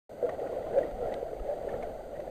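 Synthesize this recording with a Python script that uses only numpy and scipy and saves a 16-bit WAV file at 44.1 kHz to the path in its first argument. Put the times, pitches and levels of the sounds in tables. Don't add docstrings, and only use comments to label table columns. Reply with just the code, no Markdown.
import sys
import numpy as np
from scipy.fft import rfft, irfft, next_fast_len
from scipy.io import wavfile
from scipy.ndimage import uniform_filter1d, map_coordinates

SR = 44100
rng = np.random.default_rng(int(sys.argv[2]) if len(sys.argv) > 2 else 0)


def wrap_up_sound(samples):
    columns = np.atleast_2d(samples).T
    tamed = np.clip(columns, -1, 1)
    steps = np.round(tamed * 32767).astype(np.int16)
    wavfile.write(sys.argv[1], SR, steps)


N = 101429

# t/s, level/dB
SWARM_LEVEL = [(.1, -46), (.19, -45), (.255, -36.5), (.29, -39), (.34, -35.5), (.37, -44), (.4, -37.5),
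               (.57, -35), (.64, -38), (.72, -36.5), (.8, -30.5), (.87, -36.5), (.95, -42), (1.07, -34.5),
               (1.2, -38.5), (1.31, -40.5), (1.41, -42), (1.51, -36), (1.6, -40.5), (1.67, -36),
               (1.75, -36), (1.79, -38.5), (1.84, -38), (1.92, -40.5), (2.1, -44.5), (2.19, -41.5),
               (2.3, -43)]
# t/s, level/dB
RUMBLE_LEVEL = [(.1, -67.5), (.5, -59), (.67, -49), (.85, -51.5), (.98, -48), (1.07, -45.5), (1.17, -52),
                (1.35, -49.5), (1.66, -52), (1.8, -45), (1.92, -50), (2.0, -47.5), (2.1, -54), (2.3, -51)]
# t/s, level/dB
FLOW_LEVEL = [(0.1, -55.5), (0.31, -49.5), (0.47, -51.5), (0.82, -46.5), (.95, -50), (1.08, -47),
              (1.35, -54.5), (1.65, -52.5), (1.75, -45), (2.06, -55.5), (2.19, -50), (2.3, -51)]
# t/s, level/dB, f/Hz, hold/s, initial glide/(octave/s)
LARGE_BUBBLES = [(0.2269, -19, 544, 0.0033, 8.5), (0.2345, -21.5, 474, .022, 3.5),
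                 (0.267, -32, 650, 0.029, -1.5), (0.388, -29.5, 594, 0.013, -2.5),
                 (0.414, -30, 443, 0.01, 1), (0.44, -30.5, 547, 0.028, 0), (0.562, -39.5, 564, .015, -5),
                 (0.735, -28, 460, 0.024, 2), (0.758, -22.5, 517, 0.0078, 5),
                 (0.7706, -17.5, 536.7, 0.022, 2), (.976, -38, 540, 0.0024, 2), (.995, -33, 509, 0.049, -2),
                 (1.053, -29, 592, 0.0069, 6), (1.071, -32, 612, 0.013, 3), (1.083, -35, 426, 0.021, 3.5),
                 (1.115, -31, 556, .012, 5.5), (1.158, -34, 549, 0.019, -2.5),
                 (1.227, -25.5, 500, 0.0035, -8), (1.33, -29, 536, 0.0047, -14),
                 (1.448, -34.5, 603, 0.021, -8), (1.487, -26, 555, 0.014, 5.5),
                 (1.508, -28.5, 575, 0.024, 2.5), (1.672, -35.5, 569.7, 0.079, -1),
                 (1.742, -30.5, 532, 0.0042, -8), (1.832, -31, 698, 0.009, 0), (1.895, -33, 555, 0.0017, 8),
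                 (2.129, -34.5, 563, .02, 1.5), (2.19, -32, 607, 0.012, 0),
                 (2.276, -30.5, 616, 0.0039, -16)]
# t/s, level/dB, f/Hz, hold/s, splash re ping/dB
BUBBLE_TICKS = [(0.263, -49, 1400, 0.011, -14), (0.289, -42, 1140, 0.0035, -10.5),
                (0.2922, -35, 1896, 0.002, -10), (.4166, -50, 1380, 0.0035, -15),
                (0.471, -49, 1880, .002, -1.5), (0.528, -45, 1080, .004, -16),
                (0.784, -41, 1600, 0.003, -1.5), (.8302, -38.5, 1900, 0.0038, -22),
                (1.12, -48.5, 1940, 0.0076, -6.5), (1.396, -50, 1270, .004, -4),
                (1.689, -38, 1770, 0.0022, -11.5), (1.825, -49.5, 2150, 0.0079, 1),
                (2.15, -56.5, 1900, 0.021, -5), (2.2002, -51.5, 1920, 0.005, -0.5)]
# t/s, level/dB
HOUSING_BUMPS = [(0.944, -35.5), (1.415, -29.5)]
# t/s, level/dB
HOUSING_CLICKS = [(0.9108, -54.5), (1.1392, -40.5)]
# f/Hz, level/dB
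HOUSING_BAND = [(100, -13.5), (250, -7), (350, -5.5), (450, -2), (560, 0), (660, 1), (770, -1.5), (860, -5),
                (980, -28.5), (1300, -22.5), (2500, -39)]
# f/Hz, level/dB
HISS_SPECTRUM = [(300, 1), (3000, 0.5), (4800, 7), (5300, -15.5), (6000, 4), (7800, 1), (8600, 6.5),
                 (9500, -3), (11000, -14.5), (11900, -18), (12400, 3.5), (14500, -1.5)]
FIZZ_SPECTRUM = [(400, -41), (900, 6.5), (1200, -4.5), (1450, 0.5), (1700, -11), (1950, 1.5), (2400, -9.5),
                 (3200, -9.5), (4600, -21.5), (7000, -33.5), (15000, -75)]
RUMBLE_SPECTRUM = [(10, 7), (22, 2.5), (50, 5.5), (70, -13.5), (110, -21.5), (300, -64.5)]
WASH_SPECTRUM = [(30, -9), (70, 0.5), (115, -2.5), (131, 0), (150, -1), (220, -0.5), (300, -2), (450, -5),
                 (800, -13), (1500, -61)]
CLICK_SPECTRUM = [(300, -11.5), (1100, 5.5), (1900, 10), (2600, -2.5), (3900, -1.5), (5000, -13),
                  (8000, -14.5), (14000, -29.5)]
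SPLASH_SPECTRUM = [(300, -47.5), (1000, 0), (2000, -1), (2800, -9.5), (5200, -26.5), (6200, -18.5),
                   (7500, -31), (10000, -23.5), (11000, -44), (15000, -49)]

BUBBLE_ATTACK_S = 0.0014


def amp(db):
    return 10 ** (np.asarray(db) / 20)


def unit(x):
    return x / np.sqrt(np.mean(x ** 2) + 1e-20)


def curve(rows):
    return np.interp(np.arange(N) / SR, *np.transpose(rows))


def wobble(knots_per_s):
    knots = rng.standard_normal(int(N * knots_per_s / SR) + 4)
    return map_coordinates(knots, [np.arange(N) * knots_per_s / SR])


def filtered(x, response):
    size = next_fast_len(N + SR // 2)
    return irfft(rfft(x, size) * response(np.fft.rfftfreq(size, 1 / SR)), size)[:N]


def coloured(x, spectrum):
    points_hz, db = np.transpose(spectrum)
    return unit(filtered(x, lambda hz: amp(np.interp(np.log(hz + 1), np.log(points_hz + 1), db))))


def noise(spectrum):
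    return coloured(rng.standard_normal(N), spectrum)


def since(onset_s):
    return np.maximum(np.arange(N) / SR - onset_s, 0)


def envelope(t, attack_s, hold_s, t60_s):
    return (1 - np.exp(-t / attack_s)) * amp(-60 * np.maximum(t - hold_s, 0) / t60_s)


def evened(x, share=0.6, window_s=0.04):
    power = uniform_filter1d(x ** 2, int(window_s * SR))
    power = np.abs(uniform_filter1d(power, int(window_s * SR / 2)))
    return unit(x / (power + 1e-6) ** (share / 2))


def bubble_cloud(per_s, centre_hz, spread, t60_cycles, size_db, rise=0.1):
    when, pitch, size = rng.random((int(per_s * N / SR), 3)).T
    logistic = np.log((pitch + 1e-3) / (1 - pitch + 1e-3))
    hz = centre_hz * np.exp(spread * logistic / 2)[:, None]
    gain = amp(-size_db * np.log(1 - 0.97 * size))[:, None]
    t = np.arange(SR // 16) / SR
    t60_s = t60_cycles / hz
    phase = 2 * np.pi * hz * t * (1 + rise * t / t60_s / 2)
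    rings = gain * envelope(t, BUBBLE_ATTACK_S, 0, t60_s) * np.sin(phase)
    index = (when * N).astype(int)[:, None] + np.arange(len(t))
    return unit(np.bincount(index.ravel(), rings.ravel(), N)[:N])


def fizz(froth_db=-60, flicker_db=0.95, pings_db=-62, hiss_db=-66.5):
    surge_db = curve(SWARM_LEVEL) - curve(SWARM_LEVEL).mean()
    flow_db = curve(FLOW_LEVEL) - curve(FLOW_LEVEL).mean()
    froth = amp(froth_db + flicker_db * wobble(140)) * noise(FIZZ_SPECTRUM)
    pings = bubble_cloud(per_s=500, centre_hz=1449, spread=0.223, t60_cycles=74, size_db=5.5)
    hiss = amp(hiss_db + 0.26 * surge_db) * noise(HISS_SPECTRUM)
    return amp(0.64 * surge_db + 0.22 * flow_db) * (froth + amp(pings_db) * pings) + hiss


def rumble(wash_gain_db=0.5):
    push = amp(curve(RUMBLE_LEVEL)) * evened(noise(RUMBLE_SPECTRUM))
    wash = amp(wash_gain_db + curve(FLOW_LEVEL)) * noise(WASH_SPECTRUM)
    return push + wash


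def bumps(hz=35.5, width_s=0.012):
    out = np.zeros(N)
    for centre_s, db in HOUSING_BUMPS:
        t = np.arange(N) / SR - centre_s
        out += amp(db) * np.sin(2 * np.pi * hz * t) * np.exp(-(t / width_s) ** 2)
    return out


def clicks():
    gain = np.zeros(N)
    for onset_s, db in HOUSING_CLICKS:
        gain += amp(db) * envelope(since(onset_s), attack_s=0.00035, hold_s=0.003, t60_s=0.012)
    return gain * noise(CLICK_SPECTRUM)


def ticks():
    out, splash = np.zeros(N), noise(SPLASH_SPECTRUM)
    for onset_s, db, hz, hold_s, splash_db in BUBBLE_TICKS:
        t = since(onset_s)
        burst = np.sin(2 * np.pi * hz * t) + amp(splash_db) * splash
        out += amp(db) * envelope(t, BUBBLE_ATTACK_S, hold_s, t60_s=0.026) * burst
    return out


def large_bubbles(roughness=0.1):
    out = np.zeros(N)
    for onset_s, db, hz, hold_s, octaves_per_s in LARGE_BUBBLES:
        t = since(onset_s)
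        phase = 2 * np.pi * hz * t * (1 + np.log(2) * octaves_per_s * t / 2)
        out += amp(db) * envelope(t, BUBBLE_ATTACK_S, hold_s, t60_s=0.022) * np.sin(phase)
    return out * (1 + roughness * wobble(250))


def swarm():
    mass = bubble_cloud(per_s=1600, centre_hz=590.3, spread=0.2998, t60_cycles=38.3, size_db=1)
    return amp(curve(SWARM_LEVEL)) * evened(coloured(mass, HOUSING_BAND))


def scene():
    return (swarm() + large_bubbles() + ticks() + clicks() + bumps() + rumble() + fizz())[None]


def record(dry):
    start_s, fade_s, top_hz = 0.093, 0.002, 14700
    opened = dry[0] * np.clip(since(start_s) / fade_s, 0, 1)
    return filtered(opened, lambda hz: hz < top_hz)[None]


dry = scene()
out = record(dry)
wrap_up_sound(out)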